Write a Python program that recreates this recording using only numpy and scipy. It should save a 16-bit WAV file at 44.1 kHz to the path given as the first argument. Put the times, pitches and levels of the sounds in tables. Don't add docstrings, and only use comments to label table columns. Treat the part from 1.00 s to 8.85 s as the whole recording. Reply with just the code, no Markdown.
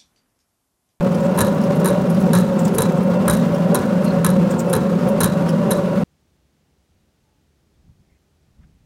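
import sys
import numpy as np
from scipy import signal
from scipy.fft import rfft, irfft, next_fast_len
from scipy.io import wavfile
from scipy.ndimage import uniform_filter1d, minimum_filter1d

SR = 44100
rng = np.random.default_rng(int(sys.argv[2]) if len(sys.argv) > 2 else 0)


def inscribe(sig):
    pcm = np.round(np.clip(np.atleast_2d(sig).T, -1, 1) * 32767)
    wavfile.write(sys.argv[1], SR, pcm.astype(np.int16))


N = 346185

# frequency in Hz, spectral level in dB.
TICK_COLOUR = [(2000, -17.5), (4300, -7.5), (5500, 2), (7500, 0), (10000, -6), (12000, -5.5), (16000, -2.5)]
# time in seconds, then levels in dB
SHAFT_CORNERS = [(.385, -28, -22, -2), (.865, -23, -29.5, -0.5), (1.33, -27.5, -27, 4.5),
                 (1.776, -23.5, -26, -5), (2.275, -32, -21, -0.5), (2.765, -23, -29.5, 1),
                 (3.25, -33, -28.5, -0.5), (3.74, -26, -25, -0.5), (4.205, -28.5, -20.5, 0),
                 (4.719, -25, -35, -2.5)]


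def from_db(db):
    return 10 ** (np.asarray(db) / 20)


def rms_one(x):
    return x / np.sqrt(np.mean(x ** 2) + 1e-20)


def clock():
    return np.arange(N) / SR


def curve(points):
    return np.interp(clock(), *np.transpose(points))


def noise(colour):
    hz, level_db = np.transpose(colour)
    size = next_fast_len(N)
    bins = np.maximum(np.arange(size // 2 + 1) * SR / size, 1)
    gain = from_db(np.interp(np.log(bins), np.log(hz), level_db)) * np.minimum(bins / hz[0], 1) ** 2
    return rms_one(irfft(rfft(rng.standard_normal(size)) * gain, size)[:N])


def drift(per_s):
    knots = rng.standard_normal(4000)
    return rms_one(np.interp(clock() * per_s, np.arange(len(knots)), knots))


def resonate(x, hz, width_hz):
    r = np.exp(-np.pi * width_hz / SR)
    b, a = np.array([1, 0, -1]) * (1 - r * r) / 2, [1, -2 * r * np.cos(2 * np.pi * hz / SR), r * r]
    return signal.lfilter(b, a, signal.lfilter(b, a, x + 1e-18))


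def body(modes):
    shaken = [from_db(db) * resonate(rng.standard_normal(N), hz, 2 * width) for hz, width, db in modes]
    return rms_one(sum(shaken))


def ring(force, hz, t60):
    r, w = from_db(-60 / (t60 * SR)), 2 * np.pi * hz / SR
    return signal.lfilter([0, np.sin(w)], [1, -2 * r * np.cos(w), r * r], force + 1e-18)


def steady(x, span_s, share):
    power = uniform_filter1d(x ** 2, max(int(span_s * SR), 2))
    return rms_one(x / (np.abs(power) + 1e-6) ** (share / 2))


def clicks(times, level_db, sign=1):
    out = np.zeros(N)
    out[np.round(np.asarray(times) * SR).astype(int)] = sign * from_db(level_db)
    return out


def fade(hits, t60):
    return np.sqrt(signal.lfilter([1], [1, -10 ** (-6 / (t60 * SR))], hits ** 2 + 1e-18))


def swell(envelope, rise_s):
    r = np.exp(-1 / (rise_s * SR))
    return signal.lfilter([1 - r], [1, -r], envelope)


def hump(peak_s, half_s):
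    return np.exp(-np.minimum(((clock() - peak_s) / half_s) ** 2, 20))


def surge(peak_s, rise_s, fall_s):
    late = clock() - peak_s
    return np.exp(-np.minimum(np.maximum(-late / rise_s, late / fall_s), 20))


def rough_tones(rows):
    out = np.zeros(N)
    for s, hz, width_hz, half_s, db in rows:
        tone = rms_one(resonate(rng.standard_normal(N), hz, width_hz))
        out += from_db(db) * tone * hump(s, half_s)
    return out


def distance():
    # frequency in Hz, spectral level in dB.
    traffic = [(15, -53), (25, -20), (43, -16), (61, 0), (80, 0.5), (108, -12.5), (141, -4), (223, -8.5),
               (293, -13), (363, -12), (489, -17), (863, -22), (962, -25), (5880, -30.5), (16000, -41)]
    # peak time in seconds, pitch in Hz, width in Hz, half-length in seconds, level in dB.
    far_sounds = [(6.3, 860, 60, 0.083, -73), (7.135, 1930, 1000, 0.051, -77),
                  (7.635, 1304, 1400, 0.019, -66)]
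    return from_db(-63) * noise(traffic) + rough_tones(far_sounds)


def bird(fall_hz_per_s=9800):
    # peak time in seconds, pitch in Hz, level in dB.
    chirps = [(6.745, 3480, -81), (7.103, 2125, -75), (7.13, 2080, -73), (7.162, 2050, -78),
              (7.165, 2500, -78)]
    out, rasp = np.zeros(N), .9 * drift(450)
    for s, hz, db in chirps:
        t = clock() - s
        note = np.sqrt(2) * np.sin(2 * np.pi * (hz - fall_hz_per_s * t / 2) * t + rasp)
        out += from_db(db) * note * hump(s, half_s=.013)
    return out


def breeze(lumps_db=1.0):
    # peak time in seconds, level in dB.
    buffets = [(5.96, -60), (6.22, -65), (6.65, -62), (6.79, -55), (6.89, -46.5), (7.01, -54), (7.125, -59),
               (7.425, -61), (7.49, -60), (7.605, -46), (7.67, -53), (7.755, -55), (7.835, -57)]
    # frequency in Hz, spectral level in dB.
    wind_colour = [(25, -7), (65, 3), (105, -3), (160, -3), (250, -15), (400, -34), (1200, -40),
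                   (5000, -72)]
    gusts = sum(from_db(db) * surge(s, rise_s=.027, fall_s=.036) for s, db in buffets)
    return gusts * from_db(lumps_db * drift(40)) * steady(noise(wind_colour), span_s=.061, share=.79)


def squeaks():
    # peak time in seconds, pitch in Hz, width in Hz, half-length in seconds, level in dB.
    rubs = [(3.075, 4240, 400, .018, -41), (3.08, 2760, 400, .03, -44), (3.108, 4170, 400, .008, -39)]
    return rough_tones(rubs)


def kernels(per_s=30, spread_db=4.5, skitter_db=-10):
    # time in seconds, level in dB.
    tick_levels = [(0, -46.5), (1.8, -45.5), (2.6, -53), (3.4, -54), (5.04, -60.5)]
    drops = rng.random(N) < per_s / SR
    hits = drops * from_db(curve(tick_levels) + spread_db * np.clip(rng.standard_normal(N), -2, 2))
    return noise(TICK_COLOUR) * (fade(hits, t60=.024) + from_db(skitter_db) * fade(hits, t60=.12))


def wire_clinks(tick_db=-4, grain_db=3, ring_db=-3, fade_in_db=-8, width_hz=170):
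    # time in seconds, level in dB, place on the wire.
    clinks = [(0.145, -35, "long"), (.203, -40, "slack"), (0.251, -40, "slack"), (.613, -40, "long"),
              (0.638, -35.5, "long"), (0.756, -37, "taut"), (.794, -44, "short"), (1.1, -33.5, "taut"),
              (1.147, -37.5, "long"), (1.202, -38.5, "taut"), (1.591, -31, "slack"), (1.65, -29, "slack"),
              (1.678, -34, "long"), (1.747, -28.5, "taut"), (1.974, -44, "slack"), (2.031, -41, "short"),
              (2.545, -36, "long"), (3.045, -32, "taut"), (3.508, -30, "slack"), (3.591, -27, "slack"),
              (3.6, -33.5, "slack"), (3.697, -32.5, "taut"), (4.086, -33, "short"), (4.49, -29, "long")]
    wire_modes = {"long": (3000, 4850, 5500, 9950), "slack": (7000, 7600, 8350),
                  "taut": (9150, 10450, 11300), "short": (9400, 10800, 13560)}
    out = np.zeros(N)
    tick = from_db(tick_db) * rms_one(noise(TICK_COLOUR) * from_db(grain_db * drift(370)))
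    for place, modes_hz in wire_modes.items():
        hits = sum(clicks(s, db) for s, db, where in clinks if where == place)
        fade_in = from_db(fade_in_db) * fade(hits[::-1], t60=.051)[::-1]
        decay = fade(hits, t60=.07)
        modes = body([(hz, width_hz, 0) for hz in modes_hz])
        rings = from_db(ring_db) * steady(modes, span_s=.0054, share=.8)
        out += tick * swell(decay, rise_s=.00082) + rings * swell(decay + fade_in, rise_s=.0008)
    return out


def wire_buzz(hits, twang_db=-18.5, settle_db=-23, rough_db=4.5):
    # frequency in Hz, width in Hz, level in dB.
    buzz_modes = [(3915, 180, 11), (6230, 2400, -2), (9200, 400, -2), (11300, 350, -5.5),
                  (14240, 3700, -13)]
    shake = np.hypot(from_db(twang_db) * fade(hits, t60=.062), from_db(settle_db) * fade(hits, t60=.38))
    looseness = from_db(curve([(s, db) for s, _, _, db in SHAFT_CORNERS]))
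    buzz = rms_one(steady(body(buzz_modes), span_s=.012, share=.7) * from_db(rough_db * drift(130)))
    return looseness * swell(shake, rise_s=.00082) * buzz


def block_chatter(crack_db=1.5, crack_t60=.011, grit_rough_db=2, ring_db=-12, clack_spread_db=3,
                  rebounds_per_s=100, rebound_db=-29):
    # time in seconds, level in dB.
    contacts = [(0.3755, -23), (0.383, -25), (0.388, -11.5), (0.406, -11.5), (0.413, -11.5), (.447, -27.5),
                (.4686, -27.5), (0.8454, -19.5), (.8534, -30), (0.8573, -14.5), (0.866, -25.5),
                (0.8757, -20), (0.884, -20.5), (.903, -29), (0.906, -31.5), (1.3323, -14.5), (1.338, -33.5),
                (1.3506, -13), (1.3863, -24.5), (1.399, -30), (1.407, -32), (1.7826, -10.5), (1.7858, -18),
                (1.805, -18), (1.8198, -13), (1.8257, -30), (2.2801, -12.5), (2.298, -11.5), (2.3096, -18),
                (2.3234, -25.5), (2.330, -24), (2.3358, -20), (2.3505, -27), (2.372, -33), (2.746, -13),
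                (2.749, -24.5), (2.754, -15), (2.788, -32), (3.246, -12), (3.2517, -23.5), (3.2642, -14),
                (3.290, -32), (3.302, -24), (3.73, -16), (3.7345, -13.5), (3.7515, -22.5), (3.7636, -20.5),
                (4.204, -15.5), (4.2086, -14), (4.215, -17.5), (4.233, -11.5), (4.242, -10), (4.2592, -22),
                (4.7069, -16.5), (4.712, -13.5), (4.7182, -17.5), (4.731, -27), (4.7373, -32.5),
                (4.773, -36)]
    # Hz, level in dB, t60 in seconds.
    ring_modes = [(3855, -6, .06), (3950, -8, .06), (4065, -11, .1), (5250, -15, .04), (5900, -11, .03),
                  (6150, -11, .03), (6930, -11, .045), (7480, -9, .035), (9020, 1, .03), (9115, 1, .04),
                  (9395, -.5, .045), (10130, -12, .04), (10440, -5, .04), (10920, -6, .045),
                  (11270, -3, .03), (11390, -4, .035), (11610, -4, .035), (12780, -12, .04)]
    clack_modes = [(930, -16.5, .035), (1036, -15, .04), (1270, -18.5, 0.024), (1520, -17.5, .035),
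                   (1720, -15, 0.026), (2220, -25, 0.024), (2660, -27, 0.018), (3270, -25.5, 0.038)]
    # frequency in Hz, spectral level in dB.
    grit_colour = [(1200, -5), (2200, -10), (3200, -12), (3900, -9.5), (4700, -17), (6000, -9.5),
                   (7500, -8), (8100, -17), (8650, -8), (9100, 7), (9450, 3), (9800, -10), (10400, -1),
                   (10700, -5), (11300, 5), (11750, 1), (12300, -16), (12750, -6), (13300, -12),
                   (16000, -14)]
    times, contact_db = np.transpose(contacts)
    hits = clicks(times, contact_db)
    rebounds = (rng.random(N) < rebounds_per_s / SR) * from_db(rebound_db) * fade(hits, t60=.1)
    pressure = swell(fade(hits + rebounds, crack_t60), rise_s=.00066)
    force = pressure * rng.standard_normal(N) / np.sqrt(crack_t60 * SR / np.log(10 ** 6))
    rings = sum((-1) ** k * from_db(db + ring_db) * ring(force, hz, t60)
                for k, (hz, db, t60) in enumerate(ring_modes))
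    grit = steady(noise(grit_colour), span_s=.0015, share=.86) * from_db(grit_rough_db * drift(700))
    crack = from_db(crack_db) * pressure * rms_one(grit)
    spot = rng.standard_normal((len(times), len(clack_modes), 2))
    clack = 0
    for k, (hz, db, t60) in enumerate(clack_modes):
        strikes = clicks(times, contact_db + clack_spread_db * spot[:, k, 0], np.sign(spot[:, k, 1]))
        clack += from_db(db) * ring(strikes, hz, t60)
    return rings + crack + clack + wire_buzz(hits)


def feed_shoe(blow_db=-3.5, tail_db=-2, thud_lag_s=.032):
    # time in seconds, level in dB.
    knocks = [(.378, -18.5), (.4075, -20.5), (0.848, -24.5), (.859, -22), (1.3327, -21), (1.351, -23.5),
              (1.784, -21), (1.805, -31), (1.819, -38), (2.277, -18), (2.299, -25.5), (2.748, -22.5),
              (3.244, -20), (3.265, -27.5), (3.731, -21), (3.753, -33.5), (4.206, -19), (4.233, -24),
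              (4.708, -26.5), (4.717, -31)]
    # frequency in Hz, width in Hz, level in dB.
    wood_modes = [(440, 12, 0.5), (910, 28, -1), (1009, 140, 2.5), (1290, 220, -3.5), (1504, 58, -6.5),
                  (1685, 67, -2.5), (2680, 1600, -24.5)]
    groan_modes = [(341, 28, -5), (380.5, 6.4, 2), (414, 32, -1), (463, 25, 0.5)]
    frame_modes = [(36, 10, -15.5), (70, 5.6, -3.5), (115, 22, 0)]
    blows = clicks(*np.transpose(knocks))
    shake = np.hypot(from_db(blow_db) * fade(blows, t60=.047), from_db(tail_db) * fade(blows, t60=.3))
    wood = swell(shake, rise_s=.00081) * steady(body(wood_modes), span_s=.0057, share=1)
    push, jolt = 0, 0
    for s, groan_db, thud_db, _ in SHAFT_CORNERS:
        push += from_db(groan_db) * hump(s, half_s=.08)
        jolt += from_db(thud_db) * surge(s + thud_lag_s, rise_s=.02, fall_s=.04)
    groan = push * steady(body(groan_modes), span_s=.051, share=.55)
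    thud = jolt * steady(body(frame_modes), span_s=.04, share=.68)
    return wood + groan + thud


def gearing(cog_hz=15, cog_depth=.14, wander_db=.63):
    # frequency in Hz, width in Hz, level in dB.
    casing_modes = [(141.5, 12, -17), (166.9, 5, 1.5), (182, 10, 2), (204, 9.5, -4.5), (227.7, 15, -8)]
    # time in seconds, level in dB.
    boom_levels = [(0, -15.5), (.2, -18), (.33, -19.5), (.6, -17), (.76, -16), (.98, -20), (1.14, -15),
                   (1.38, -13.5), (1.52, -20), (1.67, -15.5), (1.74, -22.5), (2, -18), (2.1, -15.5),
                   (2.18, -20.5), (2.4, -14), (2.55, -21.5), (2.7, -14.5), (2.8, -25.5), (2.88, -18),
                   (3.1, -18), (3.35, -14), (3.6, -22), (3.82, -20.5), (3.9, -16.5), (4.1, -19),
                   (4.21, -20), (4.58, -16), (4.8, -22.5), (5.04, -18)]
    boom_db = curve(boom_levels) + wander_db * drift(22)
    cog_phase = 2 * np.pi * (cog_hz * clock() + .2 * drift(2.6))
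    jolts = 1 + cog_depth * (np.cos(cog_phase) + .5 * np.cos(3 * cog_phase))
    return from_db(boom_db) * steady(body(casing_modes), span_s=.054, share=.85) * rms_one(jolts)


def millstones(turn_s=1.92, fastest_s=.75, pitch_swing=.03, wander_db=1.0,
               crush_db=-22.5, crush_follow=.072, rough_db=1.5, echo_s=1 / 185, echo_gain=.27):
    # frequency in Hz, width in Hz, level in dB.
    stone_modes = [(379, 37, -13), (552.8, 32, 1), (746.3, 33, -11.5), (939, 70, -16), (1400, 29, -19.5),
                   (2714, 60, -31)]
    # time in seconds, level in dB.
    rub_levels = [(0, -22.5), (.18, -23), (.3, -22), (.58, -23), (.8, -22.5), (1.25, -24), (1.43, -24.5),
                  (1.7, -24.5), (1.85, -24.5), (2.18, -21), (2.42, -24.5), (2.8, -22), (2.95, -25),
                  (3.05, -24), (3.3, -26), (3.65, -22.5), (3.85, -23), (3.97, -27), (4.12, -21),
                  (4.25, -27.5), (4.42, -22.5), (4.53, -27.5), (4.72, -22), (5.04, -26)]
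    # frequency in Hz, spectral level in dB.
    crush_colour = [(25, -29), (48, -20), (68, -6), (125, 2.5), (260, 6), (310, -2), (390, -1.5), (500, 3),
                    (690, -18.5), (1050, -9.5), (1450, -15.5), (2100, -23.5), (5000, -32.5), (16000, -42.5)]
    t = clock()
    angle = 2 * np.pi * (t - fastest_s) / turn_s
    swung_time = t + pitch_swing * turn_s / (2 * np.pi) * np.sin(angle)
    rub_db = curve(rub_levels) + wander_db * drift(24)
    rub = from_db(rub_db) * np.interp(swung_time, t, steady(body(stone_modes), span_s=.07, share=.36))
    crush = noise(crush_colour)
    echo = echo_gain * np.interp(t - echo_s, t, crush)
    crush = np.interp(swung_time, t, rms_one(crush + echo))
    flutter_db = crush_follow * (rub_db - rub_db.mean()) + rough_db * drift(120)
    return rub + from_db(crush_db + flutter_db) * crush


def scene(cut_s=5.037, crossfade_s=.002):
    inside = np.clip((cut_s - clock()) / crossfade_s + .5, 0, 1)
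    mill = gearing() + millstones() + feed_shoe() + block_chatter() + wire_clinks()
    mill += kernels() + squeaks()
    outdoors = breeze() + distance() + bird()
    return (inside * mill + (1 - inside) * outdoors)[None]


def record(dry):
    ceiling, cutoff_hz = .66, 15800
    allowed = np.minimum(ceiling / (np.abs(dry) + 1e-9), 1)
    gain = uniform_filter1d(minimum_filter1d(allowed, size=200), size=200)
    return signal.sosfilt(signal.ellip(10, .1, 80, cutoff_hz, fs=SR, output="sos"), gain * dry)


dry = scene()
out = record(dry)
inscribe(out)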